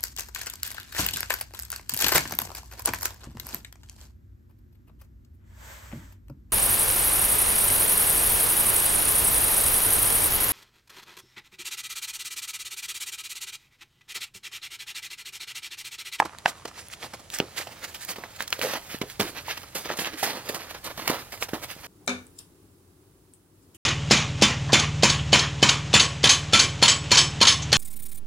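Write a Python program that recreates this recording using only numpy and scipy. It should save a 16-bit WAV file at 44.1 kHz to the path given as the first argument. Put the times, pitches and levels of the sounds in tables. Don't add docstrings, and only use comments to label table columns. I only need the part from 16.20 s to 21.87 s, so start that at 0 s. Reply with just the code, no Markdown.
import sys
import numpy as np
from scipy import signal
from scipy.fft import rfft, irfft, next_fast_len
from scipy.io import wavfile
from scipy.ndimage import map_coordinates

SR = 44100
rng = np.random.default_rng(int(sys.argv[2]) if len(sys.argv) > 2 else 0)


def generate_wav(signal):
    frames = np.transpose(np.atleast_2d(signal))
    scaled = np.clip(frames, -1, 1) * 32767
    pcm = np.round(scaled).astype(np.int16)
    wavfile.write(sys.argv[1], SR, pcm)


N = 250002

# (pitch_hz, gain_db)
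CRACKLE_COLOUR = [(1100, -10.5), (1700, -1), (3000, -3.5), (5000, -9.5), (6500, -9.5), (8500, -19.5)]


def amp(db):
    return 10 ** (np.asarray(db) / 20)


def unit(x):
    return x / np.sqrt(np.mean(x ** 2) + 1e-20)


def along(points, hz):
    f, v = np.transpose(points)
    return np.interp(np.log(hz + 1), np.log(f + 1), v, -120, v[-1])


def coloured(x, points):
    m = 2 * next_fast_len(N // 2 + SR // 4)
    gain = amp(along(points, np.fft.rfftfreq(m, 1 / SR)))
    cepstrum = irfft(np.log(gain + 1e-6), m)
    cepstrum[1:m // 2] *= 2
    cepstrum[m // 2 + 1:] = 0
    filtered = irfft(rfft(x, m) * np.exp(rfft(cepstrum)), m)
    return unit(filtered[..., :N])


def highpass(x, order, hz):
    return signal.sosfilt(signal.butter(order, hz, "high", fs=SR, output="sos"), x)


def add(out, s, rise_ms, wave):
    rise = max(rise_ms, .1) / 1000 * SR
    u = np.arange(len(wave)) / rise
    start = round(s * SR - rise)
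    shaped = wave * u * np.exp(1 - u)
    out[max(start, 0):start + len(wave)] += shaped[max(-start, 0):]


def ringing(modes, hz, detune_spread, t):
    detune = rng.normal(0, detune_spread, len(modes))
    return sum(amp(db) * np.sin(2 * np.pi * hz * ratio * (1 + d) * t)
               for (ratio, db), d in zip(modes, detune))


def grains(per_s, spread_db):
    when, size, sign = rng.random((3, N))
    size_db = np.minimum(-spread_db * np.log(1 - size), 13)
    return unit((when < per_s / SR) * amp(size_db) * np.sign(sign - .5))


def swell(t, rise_ms, fall_ms):
    side_ms = np.where(t < 0, max(rise_ms, 1), max(fall_ms, 1))
    return np.exp(-2 * np.abs(1000 * t / side_ms) ** 1.53)


def slips(per_s, depth_db):
    knots = rng.standard_normal(int(N * per_s / SR) + 4)
    wander = map_coordinates(knots, [np.arange(N) * per_s / SR])
    return unit(amp(depth_db * wander))


def balance(db, weight_db, spray_db):
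    thud_db, thud_grows = -3.5, 1.4
    return amp(db + np.array([[thud_db + thud_grows * weight_db], [weight_db], [0], [spray_db]])) ** 2


def pressure():
    # (peak_s, crackle_db, fall_ms, weight_db, spray_db)
    stamps = [(0.002, -34, 3.7, 12.5, -31), (0.054, -41.5, 11, 5.5, 4), (0.187, -49, 21, -6, -1),
              (0.259, -22, 3.8, -3.5, -21), (0.455, -34.5, 5.4, -0.5, -1.5), (0.478, -42, 18, -1.5, 0),
              (0.938, -40.5, 14, 1, -1), (1.199, -39, 28, 0, -19), (1.474, -40, 6.4, -1.5, -10),
              (1.745, -39, 27, -11, 1), (1.961, -38, 11, -3.5, -2), (1.984, -47.5, 31, 4, -6),
              (2.039, -39, 23, -2, -16), (2.279, -35, 5, -25, 6.5), (2.327, -32.5, 26, -8, 0.5),
              (2.391, -38, 23, -9.5, 1), (2.419, -30.5, 83, -6, 1), (2.537, -30, 13, -2.5, -4),
              (2.817, -27, 6.8, -3, -21), (2.999, -27, 28, -3.5, 3), (3.376, -28, 5.9, -6, -6),
              (3.435, -40, 7.8, -0.5, -16), (3.552, -31, 48, -5, 2.5), (3.772, -41.5, 16, -6, 6),
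              (3.79, -29.5, 43, -4.5, 1), (4.031, -27.5, 58, -5, 2.5), (4.291, -29, 14, -8, 1),
              (4.347, -31.5, 27, 0.5, 2), (4.545, -39, 38, -4.5, -20), (4.644, -39, 25, -10, 5.8),
              (4.778, -36.5, 48, -1, -3.5), (4.878, -28.5, 92, -3, -5), (4.898, -24.5, 13, 3, -3),
              (5.123, -33.5, 16, -6, -3.5), (5.289, -33, 11, -3, -0.5), (5.336, -35, 35, 3.5, -22)]
    # (peak_s, crackle_db, half_length_ms, weight_db, spray_db)
    drags = [(0.026, -71, 16, 6, -27), (0.286, -32.5, 21, -3.5, 1.5), (0.373, -52.5, 27, -3, 0),
             (0.59, -40, 32, -6.5, 1), (0.665, -56, 19, -14, 6.5), (0.73, -41, 17, -20, 2.5),
             (0.839, -36.5, 26.4, -4.5, -1), (0.999, -51, 12, 2.5, 4), (1.146, -33.5, 22.4, -9.5, 3.5),
             (1.192, -34.5, 10.4, -7, -1), (1.393, -31, 27.5, -8, 0), (1.523, -42.5, 16, -1.5, -3),
             (1.644, -34, 17.4, -7.5, -4), (1.69, -44.5, 26, -3, 2.5), (1.827, -38, 27, -20, 4),
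             (1.904, -34.5, 23.5, -5.5, 3), (2.164, -42.5, 9.8, -14, 2), (2.21, -34.5, 20, -7, 1),
             (2.5, -34.5, 46, -5, -1), (2.562, -33.5, 15.5, -1, -6), (2.731, -34.5, 32, -8, -1),
             (2.904, -42.5, 31, -22, 1.5), (3.065, -36, 33, -4, 0.5), (3.178, -37.5, 28, -5.5, -8),
             (3.302, -29, 34, -11, -9.5), (3.663, -36, 17, -1, -25), (3.712, -31, 25, -1.5, -28),
             (3.866, -29.5, 25, -6, -24), (3.936, -41.5, 50, -10, -20), (4.003, -33.5, 29, -17, 1),
             (4.085, -31.5, 54, -3, -10), (4.17, -40.5, 50, 2, -25), (4.421, -42.5, 65, -1.5, -25),
             (4.504, -36.5, 16, -7, -5), (4.665, -34, 17, -4, -3), (4.709, -38, 13.4, -0.5, -3),
             (4.825, -37.5, 37, -1, -8), (5.144, -37.5, 10.6, -2.5, -4), (5.229, -29, 17.5, -6.5, 3.5),
             (5.44, -34.5, 13.7, -4.5, 1), (5.516, -33.5, 18.3, -11, -4.5), (5.65, -44, 35, -7, -8)]
    # (time_s, crackle_db)
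    rustle = [(0, -77), (0.9, -56), (1.1, -64), (1.28, -50.5), (1.9, -54), (2.1, -53.5), (2.63, -50),
              (2.95, -58), (3.35, -46), (3.5, -53), (4.3, -43.5), (4.6, -55), (5.05, -52), (5.3, -52.5),
              (5.67, -51.5)]
    stamp_rise_ms, settle_db, settle_ms = 3, -20.5, 39
    lingers = np.sqrt(1.13)

    t = np.arange(-SR // 4, SR // 2) / SR
    rustle_db = np.interp(np.arange(N) / SR, *np.transpose(rustle))
    power = balance(rustle_db, weight_db=-3.5, spray_db=0.5)
    swells = [(s, db, stamp_rise_ms, ms, *mix) for s, db, ms, *mix in stamps]
    swells += [(s, db + settle_db, stamp_rise_ms, ms + settle_ms, *mix) for s, db, ms, *mix in stamps]
    swells += [(s, db, ms / lingers, ms * lingers, *mix) for s, db, ms, *mix in drags]
    for s, db, rise_ms, fall_ms, weight_db, spray_db in swells:
        at = np.arange(len(t)) + round(s * SR) - SR // 4
        inside = (at >= 0) & (at < N)
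        power[:, at[inside]] += balance(db, weight_db, spray_db) * swell(t, rise_ms, fall_ms)[inside]
    together = slips(per_s=45, depth_db=1.66)
    return np.array([together * np.sqrt(p) * slips(per_s=76, depth_db=1.5) for p in power])


def crunches(levels):
    # (pitch_hz, gain_db)
    thud_colour = [(50, -58), (110, -6.5), (250, 1.5), (420, 3), (600, -22)]
    # (pitch_hz, gain_db)
    crush_colour = [(300, -2.5), (500, 8), (900, 8), (1400, 3.5), (2000, -37.5)]
    # (pitch_hz, gain_db)
    spray_colour = [(2500, -29.5), (4500, -0.5), (7000, 6.5), (10000, 2.5), (13000, 4), (16000, -3.5)]

    coarse = grains(per_s=600, spread_db=4.0)
    fine = grains(per_s=5000, spread_db=2.5)
    mixes = [(thud_colour, .9, .4), (crush_colour, .8, .5), (CRACKLE_COLOUR, .6, .8), (spray_colour, .3, .9)]
    bands = []
    for colour, coarse_share, fine_share in mixes:
        bed = 0.5 * rng.standard_normal(N)
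        bands.append(coloured(coarse_share * coarse + fine_share * fine + bed, colour))
    return np.sum(levels * bands, axis=0)


def cracks():
    # (peak_s, level_db, pitch_hz)
    snaps = [(0.0015, -2.5, 1410), (0.0234, -17, 1120), (0.0272, -16, 1100), (0.0589, -19, 1360),
             (0.134, -34.5, 1150), (0.1496, -30, 1220), (0.186, -25, 3830), (0.2595, -1.5, 1830),
             (0.2606, -5, 1680), (0.32, -30, 1480), (0.514, -32.5, 1150), (0.685, -38, 4500),
             (0.701, -31, 2440), (0.7375, -21, 2610), (0.8283, -22, 2000), (1.1023, -21, 3900),
             (1.1874, -11.5, 5230), (1.2015, -3, 2620), (1.4722, -27, 2880), (1.7479, -22.5, 3050),
             (1.85, -25, 5730), (2.038, -21, 1720), (2.2063, -11, 1950), (2.2246, -18.5, 5500),
             (2.2792, -18.5, 3700), (2.305, -18, 5400), (2.328, -1.5, 2990), (2.333, -18.5, 2240),
             (2.3943, -20, 3140), (2.4151, -8, 2860), (2.4253, -20, 3270), (2.451, -20, 2460),
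             (2.5365, -17, 2540), (2.787, -29, 2980), (2.9003, -22, 3350), (3.0021, -8.5, 2280),
             (3.0097, -8, 3040), (3.4327, -28, 3140), (3.6944, -17, 1600), (3.7021, -16, 1480),
             (3.7128, -17.5, 1760), (3.7896, -33, 2920), (3.8474, -15, 2600), (4.3475, -21, 2250),
             (4.4195, -24, 2210), (4.7124, -28, 2000), (4.8773, -7.5, 2460), (4.879, -6, 5040),
             (4.891, -13, 2600), (4.8968, -11, 1750), (5.1761, -30, 2150), (5.2257, -6.5, 2120),
             (5.3351, -16.5, 1580), (5.358, -30, 1290), (5.503, -20.5, 2740)]
    # (pitch_ratio, gain_db)
    plate_modes = [(0.622, -7.5), (0.998, -0.5), (1.45, -7.5), (2.2, -15)]
    snap_cycles = 0.75
    tick_base_db, tick_db_per_octave, tick_grows = -30.5, 13.5, 0.44

    out, t = np.zeros(N + SR), np.arange(SR // 20) / SR
    for s, db, hz in snaps:
        ring = ringing(plate_modes, hz, 0.079, t)
        tick = np.diff(rng.standard_normal(len(t) + 2), 2)
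        tick_db = tick_base_db + tick_db_per_octave * np.log2(hz / 2000) + tick_grows * db
        add(out, s, 1000 * snap_cycles / hz, .8 * amp(db) * ring + amp(tick_db) * tick)
    return out[:N]


def knocks():
    # (peak_s, level_db, pitch_hz)
    blows = [(0.0014, -1.5, 856), (0.0214, -12, 790), (0.0261, -21, 810), (0.26, -9.5, 777),
             (0.2804, -21, 695), (0.454, -26, 452), (1.2027, -7.5, 377), (1.2253, -23, 430),
             (1.4013, -26, 590), (1.4717, -26, 680), (1.9851, -25, 478), (2.3924, -21.5, 530),
             (2.427, -29, 536), (2.4498, -17, 520), (2.457, -23, 483), (2.5361, -19, 547),
             (2.7458, -19.5, 290), (2.8162, -13.5, 366), (2.8388, -23.5, 363), (2.9976, -13, 330),
             (3.0026, -12, 352), (3.0119, -16.5, 310), (3.0215, -18.5, 418), (3.2835, -19.5, 860),
             (3.5567, -24, 455), (3.7029, -14, 650), (3.712, -24.5, 364), (3.7896, -20, 418),
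             (3.82, -21.5, 430), (4.0306, -11.5, 800), (4.2984, -14.5, 533), (4.3699, -29.5, 495),
             (4.778, -28, 575), (4.8774, -28, 724), (4.9005, -10.5, 484), (4.9243, -22, 530),
             (5.224, -21, 560), (5.3344, -12, 370), (5.565, -31.5, 347)]
    # (pitch_ratio, gain_db)
    ground_modes = [(1.001, -1.5), (1.7, -17)]
    earth_hz = 175
    rise_ms, rings_longer = 0.82, 0.57

    out, t = np.zeros(N + SR), np.arange(SR // 10) / SR
    for s, db, hz in blows:
        ring = ringing(ground_modes, hz, 0.05, t)
        add(out, s, rise_ms * (hz / 500) ** rings_longer, amp(db) * ring)
        earth = -amp(db - 11.5) * (earth_hz / hz) ** 2 * np.sin(2 * np.pi * earth_hz * t)
        add(out, s + 0.0028, 2.2, earth)
    return highpass(out[:N], 2, 80)


def hollows():
    # (peak_s, level_db, pitch_hz, width_hz, rise_ms, fall_ms)
    pockets = [(0.03, -45, 1030, 600, 7.9, 130), (0.3, -48, 1000, 700, 10, 160),
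               (1.215, -39, 415, 200, 5, 48), (2.452, -30, 495, 80, 40, 36), (2.83, -39, 430, 120, 5, 39),
               (3.01, -33, 330, 120, 5, 80), (3.95, -41.5, 300, 60, 40, 24), (3.71, -37, 800, 500, 15, 24),
               (4.04, -33, 755, 300, 8, 60), (4.92, -34, 800, 500, 25, 50), (4.3, -36, 500, 200, 14, 43),
               (4.67, -40, 1000, 250, 15, 38)]
    out, t, drum = np.zeros(N), np.arange(N) / SR, grains(per_s=900, spread_db=3)
    for s, db, hz, width_hz, rise_ms, fall_ms in pockets:
        rung = signal.lfilter(*signal.iirpeak(hz, hz / width_hz, SR), drum)
        out += amp(db) * np.sqrt(swell(t - s, rise_ms, fall_ms)) * unit(rung)
    return out


def chips():
    bits = grains(per_s=60, spread_db=7)
    return amp(-63) * coloured(bits, CRACKLE_COLOUR + [(9000, -14), (16000, -18)])


def distance(x):
    # (time_s, gain_db)
    far_treble = [(0, -12), (1.5, -1), (4, -4), (5.3, -1.5)]
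    treble = signal.sosfiltfilt(signal.butter(3, 11000, "high", fs=SR, output="sos"), x)
    gain = amp(np.interp(np.arange(N) / SR, *np.transpose(far_treble)))
    return x + (gain - 1) * treble


def ports(x):
    # (time_s, lag_us, level_db)
    bearing = [(0, 31.4, -0.5), (1.5, 39.5, -1), (2.8, 60, -1), (4.5, 73.3, -1.5), (5.67, 75, -1.5)]
    # (pitch_hz, gain_db)
    shadow = [(100, 0), (700, -2), (2500, -2.74), (8000, -3), (15000, -8.5)]
    hz, t, z = signal.stft(x, SR, nperseg=512)
    s, lag_us, db = np.transpose(bearing)
    late = np.exp(-2j * np.pi * hz[:, None] * np.interp(t, s, lag_us) * 1e-6)
    shade = amp(np.interp(t, s, db) + along(shadow, np.maximum(hz, 100))[:, None])
    left = signal.istft(z * late * shade, SR, nperseg=512)[1][:N]
    return np.array([left, x])


def clearing(x, count=60):
    # (pitch_hz, decay_s)
    echo_decay = [(200, 0.17), (2000, 0.041), (12000, 0.014)]
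    out, step = np.zeros((2, N + SR)), -(-N // count)
    hz, t, z = signal.stft(rng.standard_normal((count, 2, SR // 6)), SR, nperseg=256)
    decay = amp(-60 * t / along(echo_decay, np.maximum(hz, 200))[:, None])
    tails = signal.istft(z * decay, SR, nperseg=256)[1]
    tails = tails / np.linalg.norm(tails, axis=-1, keepdims=True)
    tails = highpass(tails, 1, 2500)
    for k, tail in enumerate(tails):
        echo = signal.fftconvolve(x[None, k * step:(k + 1) * step], tail, axes=1)
        out[:, k * step:k * step + echo.shape[1]] += echo
    return out[:, :N]


def air():
    # (pitch_hz, gain_db)
    air_colour = [(15, -48), (25, -3.5), (92, 11), (285, -3), (463, -3.5), (840, -4), (1610, -10.5),
                  (5000, -13.5), (6740, -12), (11000, -16.5), (16000, -34)]
    shared, left, right = coloured(rng.standard_normal((3, N)), air_colour)
    apart = highpass([left, right], 1, 350)
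    return amp(-54) * (ports(shared) + 1.01 * apart)


def rumble():
    # (pitch_hz, gain_db)
    rumble_colour = [(15, -30), (25, -3), (70, -3), (130, -1), (220, -28)]
    # (time_s, level_db)
    rumble_level = [(0, -74), (2.2, -68), (2.8, -55), (4.2, -62), (4.8, -53.5), (5.67, -55)]
    shared, left, right = coloured(rng.standard_normal((3, N)), rumble_colour)
    level = amp(np.interp(np.arange(N) / SR, *np.transpose(rumble_level)))
    return level * (shared + 0.4 * np.array([left, right]))


def scene():
    levels = pressure()
    hooves = distance(crunches(levels) + cracks() + knocks() + chips() + hollows())
    finer = signal.butter(1, [1500, 9000], "band", fs=SR, output="sos")
    patch = amp([[-12], [-8]]) * signal.sosfilt(finer, [crunches(levels), crunches(levels)])
    return ports(hooves) + patch + amp(-8) * clearing(hooves) + air() + rumble()


def record(dry):
    top_hz = 15800
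    m = next_fast_len(N + SR // 4)
    kept = np.fft.rfftfreq(m, 1 / SR) < top_hz
    return irfft(rfft(dry, m) * kept, m)[:, :N]


dry = scene()
out = record(dry)
generate_wav(out)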